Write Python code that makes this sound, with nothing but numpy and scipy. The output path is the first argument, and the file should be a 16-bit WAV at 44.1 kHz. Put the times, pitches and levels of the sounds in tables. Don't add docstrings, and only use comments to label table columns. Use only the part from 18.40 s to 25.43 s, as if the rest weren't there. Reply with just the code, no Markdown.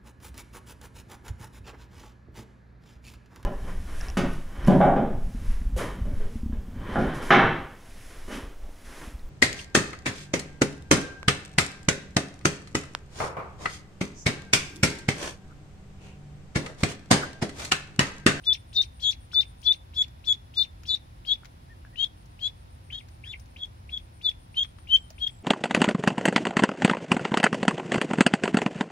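import sys
import numpy as np
from scipy import signal
from scipy.io import wavfile
from scipy.ndimage import uniform_filter1d

SR = 44100
rng = np.random.default_rng(int(sys.argv[2]) if len(sys.argv) > 2 else 0)


def dump(signal):
    limited = np.clip(np.atleast_2d(signal).T, -1, 1)
    pcm = np.round(limited * 32767).astype(np.int16)
    wavfile.write(sys.argv[1], SR, pcm)


N = 310023
TIME = np.arange(N) / SR


def from_db(db):
    return 10 ** (np.asarray(db) / 20)


def rms_one(x):
    return x / np.sqrt(np.mean(x ** 2) + 1e-20)


def at_hz(points, hz):
    freqs, values = np.array(points).T
    return np.interp(np.log(hz), np.log(freqs), values)


def band(x, low_hz, high_hz):
    sos = signal.butter(2, [low_hz, min(high_hz, .48 * SR)], "band", fs=SR, output="sos")
    return signal.sosfilt(sos, x)


def hiss(size, low_hz, high_hz):
    return rms_one(band(rng.standard_normal(SR // 4), low_hz, high_hz))[:size]


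def panned(x, pan_db):
    return x * rms_one(from_db([[pan_db / 2], [-pan_db / 2]]))


def add(out, start_s, sound):
    at = max(round(start_s * SR), 0)
    out[..., at:at + sound.shape[-1]] += sound[..., :N - at]


def tone(hz):
    return np.exp(2j * np.pi * np.cumsum(hz) / SR)


def drift(rate_hz, size):
    knots = rng.standard_normal(4096)
    return np.interp(np.arange(size) * rate_hz / SR, np.arange(len(knots)), knots)


def open_air():
    # (frequency [Hz], relative density [dB])
    spectrum = [(25, -32.5), (40, -5), (62, -0.5), (100, -5.5), (160, -17), (280, -21), (450, -32.5),
                (750, -23), (1300, -32), (2500, -36), (5000, -40.5), (7800, -50.5), (15500, -49)]
    # (frequency [Hz], correlation [-1 to 1])
    likeness = [(60, 0.96), (130, 1), (250, .4), (500, -0.15), (1000, -0.95), (2000, .05), (5000, 0.0052),
                (15000, -0.49)]
    air, edges_hz = 0, 22 * 2 ** np.arange(0, 10, .5)
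    white = rng.standard_normal((2, 2, N))
    for k, (low, high) in enumerate(zip(edges_hz, edges_hz[1:])):
        mid, side = band(white[k % 2], low, high)
        hz = np.sqrt(low * high)
        alike = np.clip(at_hz(likeness, hz), -.99, .99)
        gain = from_db(at_hz(spectrum, hz) + .21 * drift(7.4, N))
        air = air + gain * (np.sqrt(1 + alike) * mid + np.sqrt(1 - alike) * side * [[1], [-1]])
    hum = from_db(-76.5) * tone(525 + 3 * drift(9.7, N)).real
    return rms_one(air) * from_db(-47.5) + hum


def insects():
    # (start [s], chirp rate [Hz], relative full level [dB])
    bouts = [(-1.235, 7.75, -60.5), (1.44, 8.3, -72.5), (3.26, 7.46, -63.5), (5.125, 7.8, -61)]
    bouts = np.array(bouts)
    swell_db, swell_s = 13.5, .55
    start, chirp_hz, full_db = bouts[np.searchsorted(bouts[1:, 0], TIME)].T
    since = TIME - start
    level_db = full_db - 4 - swell_db * np.exp(-since / swell_s)
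    chirps = np.clip(.55 + .8 * np.cos(2 * np.pi * chirp_hz * since), .16, 1)
    wing_strokes = 1 + .5 * np.sin(2 * np.pi * 125 * TIME)
    rasp = rms_one(band(band(rng.standard_normal((2, N)), 8720, 9400), 8600, 9500))
    buzz = rms_one(band(band(rng.standard_normal((2, N)), 10280, 10900), 9950, 11400))
    return panned(rasp * chirps * wing_strokes * from_db(level_db), 9.6) + panned(buzz * from_db(-75), 5)


def banks(x):
    t, tail_t60_s = TIME[:SR // 2], .28
    white = rng.standard_normal((2, 2, len(t)))
    near = white[0] * np.interp(t, [.002, .005, .024, .034], [.055, .5, .2, .0012])
    far = white[1] * from_db(-60 * t / tail_t60_s) * (t > .025)
    echoes = (from_db(-13.5) * rms_one(near) + from_db(-32.5) * rms_one(far)) / np.sqrt(len(t))
    return panned(signal.fftconvolve(x[None], band(echoes, 500, 14000), axes=1)[:, :N], 1.4)


def small_bird():
    # (time [s], notes [count], level [dB])
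    twitters = [(6.539, 5, -60), (6.904, 5, -60)]
    out, progress = np.zeros(N), np.linspace(0, 1, int(.014 * SR))
    note = np.sin(np.pi * progress) * tone(8000 - 650 * progress).real
    for start, notes, level_db in twitters:
        for k in range(notes):
            add(out, start + k * .02, from_db(level_db) * note)
    return panned(out, 3)


def reed_ticks():
    # (time [s], relative body level [dB], relative snap level [dB], pan [dB])
    ticks = [(1.216, -58, -53.5, 8.5), (1.681, -54.5, -56, 3), (2.434, -47, -52.5, 3),
             (3.047, -44, -56, 26), (3.055, -42.5, -52, 1.5), (3.857, -72.5, -60.5, 6),
             (4.686, -49.5, -56, 4.5), (4.997, -76.5, -51, 8), (5.058, -56.5, -61.5, 11.5),
             (6.247, -39, -66, 17), (6.386, -49, -82.5, 12.5), (6.703, -46, -47, 3)]
    out, t, t60_s = np.zeros((2, N)), TIME[:SR // 12], .036
    for start, body_db, snap_db, pan_db in ticks:
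        white = rng.standard_normal((2, 2, len(t)))
        body = from_db(body_db - 3.5) * rms_one(band(white[0], 1100, 3200))
        snap = from_db(snap_db + 2) * rms_one(band(white[1], 4200, 6800) + .26 * white[1])
        add(out, start, panned((body + snap) * from_db(-60 * t / t60_s), pan_db))
    return out


def water_drops():
    # (time [s], pitch [Hz], level [dB], time to fall 60 dB [s])
    drops = [(0.933, 1450, -38.5, 0.034), (3.034, 1400, -40.5, 0.012), (3.45, 1630, -40.5, 0.018),
             (6.25, 1600, -48.5, 0.013), (6.386, 1280, -44, 0.0084), (6.707, 643, -46, 0.043)]
    out, t = np.zeros(N), TIME[:SR // 12]
    for start, hz, level_db, t60_s in drops:
        add(out, start, from_db(level_db - 60 * t / t60_s) * np.sin(2 * np.pi * hz * t))
    return panned(out, 2.4)


def contact_notes():
    # (time [s], length [s], pitch near the crest [Hz], level [dB])
    notes = [(3.281, 0.071, 1813, -52.5), (3.435, 0.056, 1658, -58), (3.515, 0.061, 1900, -57)]
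    out = np.zeros(N)
    for start, length, hz, level_db in notes:
        swell = np.sin(np.linspace(0, np.pi, int(length * SR)))
        pitch_hz = hz * (.86 + .15 * swell + .014 * drift(700, len(swell)))
        add(out, start, from_db(level_db) * swell ** 2 * tone(pitch_hz).real)
    return out


def membrane_snap(since):
    size = len(since)
    flick = tone(np.interp(since, [0, .009], [3500, 6100]))
    crack = from_db(-4) * hiss(size, 1800, 4300) + from_db(-15) * hiss(size, 6500, 15500)
    return (.64 * flick + crack) * np.exp(-((since - .004) / .005) ** 2)


def arch_pitch(t, lead, off, end, near_hz, top_hz):
    rest_hz, crest = 1950, .72 * lead
    span_hz = top_hz - rest_hz
    rise = rest_hz + span_hz * np.sin(np.pi / 2 * t / crest)
    sink = near_hz + (top_hz - near_hz) * np.exp(-(np.maximum(t - crest, 0) / .014) ** 1.3)
    fall = np.interp((t - off) / (end - off), [0, .2, .38, .7, 1],
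                     [near_hz[-1], top_hz, top_hz, rest_hz + .37 * span_hz, rest_hz])
    return np.select([t < crest, t < off], [rise, sink], uniform_filter1d(fall, size=120))


def rasping_glides(t, lead, off, end, second_hz, foot_db, arch_db):
    size = len(t)
    sounding = np.interp(t, [0, .003, lead, lead + .0083, off - .002, off + .001, end - .003, end],
                         [0, 1, 1, 0, 0, 1, 1, 0])
    strain = np.clip((second_hz - 2800) / 1200, 0, 1)
    first_hz = second_hz - .6 * np.maximum(second_hz - 3000, 0)
    second = tone(second_hz * (1 + (.007 + .014 * strain) * drift(1100, size)))
    first = tone(first_hz * (1 + .04 * drift(1100, size)))
    flutter = from_db((2 + 3 * strain) * drift(500, size) - 1.5 - strain * np.where(t < lead, 6, 3))
    pressure = np.exp(-np.maximum(np.maximum(lead - t, t - off), 0) / .02)
    rasp = from_db(-10) * hiss(size, 3000, 6200) + from_db(-19.5) * pressure * hiss(size, 6000, 15000)
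    voice = second * flutter + strain * (.5 * first + rasp)
    return from_db(foot_db + arch_db * strain) * sounding * voice


def hoarseness(note_hz, held, urgency, first):
    half = tone(note_hz * .55 * (1 + .13 * drift(1000, len(held))))
    level_db = np.interp(urgency, [0, .22], [-55, -68.5])
    return from_db(level_db) * np.interp(held, [.45, .75], [1, .12]) * half * (1 + .5 * first)


def peep(urgency, hold, attack, pitch_hz, glide_hz, full_db, dip_db, gap_hz, second_db, lock,
         fall_db, octave_db):
    def by_urgency(calm, urgent):
        return np.interp(urgency, [0, 1], [calm, urgent])

    lead = max(.031 - .00005 * max(glide_hz, 0), .01)
    off = lead + hold
    end = off + .027
    size = int(end * SR)
    t = np.arange(size) / SR
    early = np.maximum(lead - t, 0)
    held = np.clip((t - lead) / hold, 0, 1)
    apart = 1 / (1 + np.exp(np.clip((held - lock) / .06, -30, 30)))

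    scoop_hz_per_s, bow_hz = 14000, by_urgency(56.3, -21)
    swing = (held - .53) / .65
    note_hz = pitch_hz + glide_hz * swing + bow_hz * (.4 - (2 * swing) ** 2)
    kick_hz = 260 * np.exp(np.minimum(t - off, 0) / .0014)
    jitter = (.0015 + .005 * apart) * drift(600, size)
    first = tone((note_hz + kick_hz - scoop_hz_per_s * early) * (1 + jitter))
    attack_db = -18 * np.exp(-held * hold / attack)
    waver_db = by_urgency(2.5, .93) * drift(200, size)
    late_dip_db = -dip_db * np.exp(-((held - .72) / .15) ** 2)
    level = from_db(full_db + attack_db + waver_db + late_dip_db)
    gate = from_db(-1300.5 * early - 4500 * np.maximum(t - off + .001, 0))

    near_hz = note_hz + gap_hz * (1.25 - .18 * held)
    second_hz = arch_pitch(t, lead, off, end, near_hz, top_hz=by_urgency(3204, 6155))
    second = tone(second_hz * (1 + (.007 + .025 * (1 - held) ** 4) * drift(900, size)))
    beat = apart * second / first
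    throat = 1 / np.hypot(1, (second_hz - note_hz) / 1100)
    sidebands = from_db(second_db + 4) * throat * beat / (1 - .19 * beat)
    voice = first * (1 + sidebands - .18 * held * sidebands.conj())

    rough = from_db(2 * drift(320, size)) * (1 - .46 * apart) / (1 - .26 * throat * beat) ** 2
    rough = rough * tone(55 * drift(900, size))
    overtones = rough * from_db(octave_db) * (first ** 2 + from_db(-17) * first ** 3)
    overtones += rough ** 2 * from_db(-52 + 6 * apart) * first ** 4
    grit = apart * (from_db(-45) * hiss(size, 3400, 7500) + from_db(-47) * hiss(size, 7600, 15500))
    whistle = gate * (level * (voice + overtones + grit) + hoarseness(note_hz, held, urgency, first))

    foot_db = np.interp(t, [lead, off], [by_urgency(-37.5, -46), fall_db])
    glides = rasping_glides(t, lead, off, end, second_hz, foot_db, arch_db=by_urgency(-23, 2))
    snap = from_db(-35 + .55 * full_db) * membrane_snap(t - off)
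    return lead, whistle, glides + snap


def duckling():
    # (start of hold [s], urgency [0-1], hold [s], attack [s], pitch [Hz], glide [Hz],
    #   level [dB], late dip [dB], nominal gap between the sides [Hz], relative second side [dB],
    #   lock point [share of hold], foot of closing glide [dB], relative octave [dB], pan [dB])
    peeps = [(0.067, 0.88, 0.062, 0.0062, 3482, -62, -14.5, 4, 255, -25, 0.21, -32, -43, 6.5),
             (0.357, 1, 0.059, 0.01, 3635, -28, -13, 3.5, 286.6, -13, 0.52, -38, -41, 6),
             (0.625, 0.98, 0.083, .015, 3353, 17, -18, 1.5, 241.6, -11, 0.94, -38.5, -17, 8),
             (0.942, .85, 0.067, 0.012, 3544, 60, -14.5, -1, 249.5, -3.5, 0.098, -36, -38, 7.5),
             (1.256, 0.94, 0.067, 0.0075, 3473, 42, -13.5, 2, 248, -15.5, 0.39, -42.5, -42, 8.5),
             (1.566, 0.83, 0.057, 0.014, 3424, -34, -15, 1.5, 292, -23, 0.57, -44, -24.5, 4.5),
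             (1.871, .88, 0.057, 0.0095, 3426, -78.5, -15, 0, 290, -22, .45, -50.5, -23.5, 8.5),
             (2.168, .87, 0.06, 0.0058, 3565, -1, -18, -0.5, 525, -16, 1.5, -43, -27, 7.5),
             (2.481, 0.88, 0.07, 0.012, 3503, 37.5, -19.5, 4, 290, -7.5, 1.4, -49.5, -22.5, 7.5),
             (2.875, .66, 0.06, 0.018, 3347, 78, -17, -2, 314, -14.5, 1.8, -51, -29.5, 8.5),
             (3.578, 0.35, 0.067, 0.02, 3201, 181, -18, 2, 469, -17, 1.5, -66, -24.5, 12),
             (4.015, 0.5, 0.063, .017, 3350, 124.5, -21.5, -2.5, 570, -19.5, 1.5, -58, -22.5, 9.5),
             (4.523, 0.05, 0.066, 0.0016, 3267, 170.5, -33.5, 5.5, 413, -11.5, 1.7, -47, -22.5, 6),
             (4.86, 0, 0.06, 0.032, 3430, 152.5, -31.5, 1, 328, -15.5, 1.6, -34, -21, 6),
             (5.191, 0.26, 0.059, 0.027, 3357, -19.5, -31, -7.5, 127.7, -10, 0.46, -68, -29.5, 3),
             (5.522, 0.37, 0.055, 0.0079, 3380, -72, -25.5, 8.5, 256, -26, 0.48, -56, -33.5, 6),
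             (5.842, 0.56, 0.051, 0.012, 3476, -170, -15.5, 6, 344, -20, 0.72, -44.5, -33, 5.5),
             (6.166, 0.4, 0.067, 0.006, 3225, 140, -19, 5, 186, -17, 0.8, -56, -27, 3),
             (6.499, 0.28, 0.065, 0.014, 3119, 39.5, -12.5, -2.5, 292, -26, 0.47, -61, -33, 6.5),
             (6.811, 0.41, 0.065, 0.015, 3292, -36, -17.5, 17, 295, -21.5, 1, -50, -31, 9)]
    left_lead_rad = 1.38
    phases = np.exp(.5j * left_lead_rad * np.array([[1], [-1]]))
    direct, sent = np.zeros((2, N)), np.zeros(N)
    for start, *shape, pan_db in peeps:
        lead, whistle, glides = peep(*shape)
        add(direct, start - lead, np.real(panned(whistle + glides, pan_db) * phases))
        add(sent, start - lead, np.real(whistle + 2 * glides))
    soft = contact_notes()
    return direct + panned(soft, 3), sent + soft


def scene():
    direct, sent = duckling()
    small = reed_ticks() + water_drops() + small_bird()
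    return direct + small + banks(sent + small.mean(axis=0)) + insects() + open_air()


def record(dry):
    cutoff_hz = 15750
    return signal.sosfilt(signal.ellip(12, .1, 80, cutoff_hz, fs=SR, output="sos"), dry)


dry = scene()
out = record(dry)
dump(out)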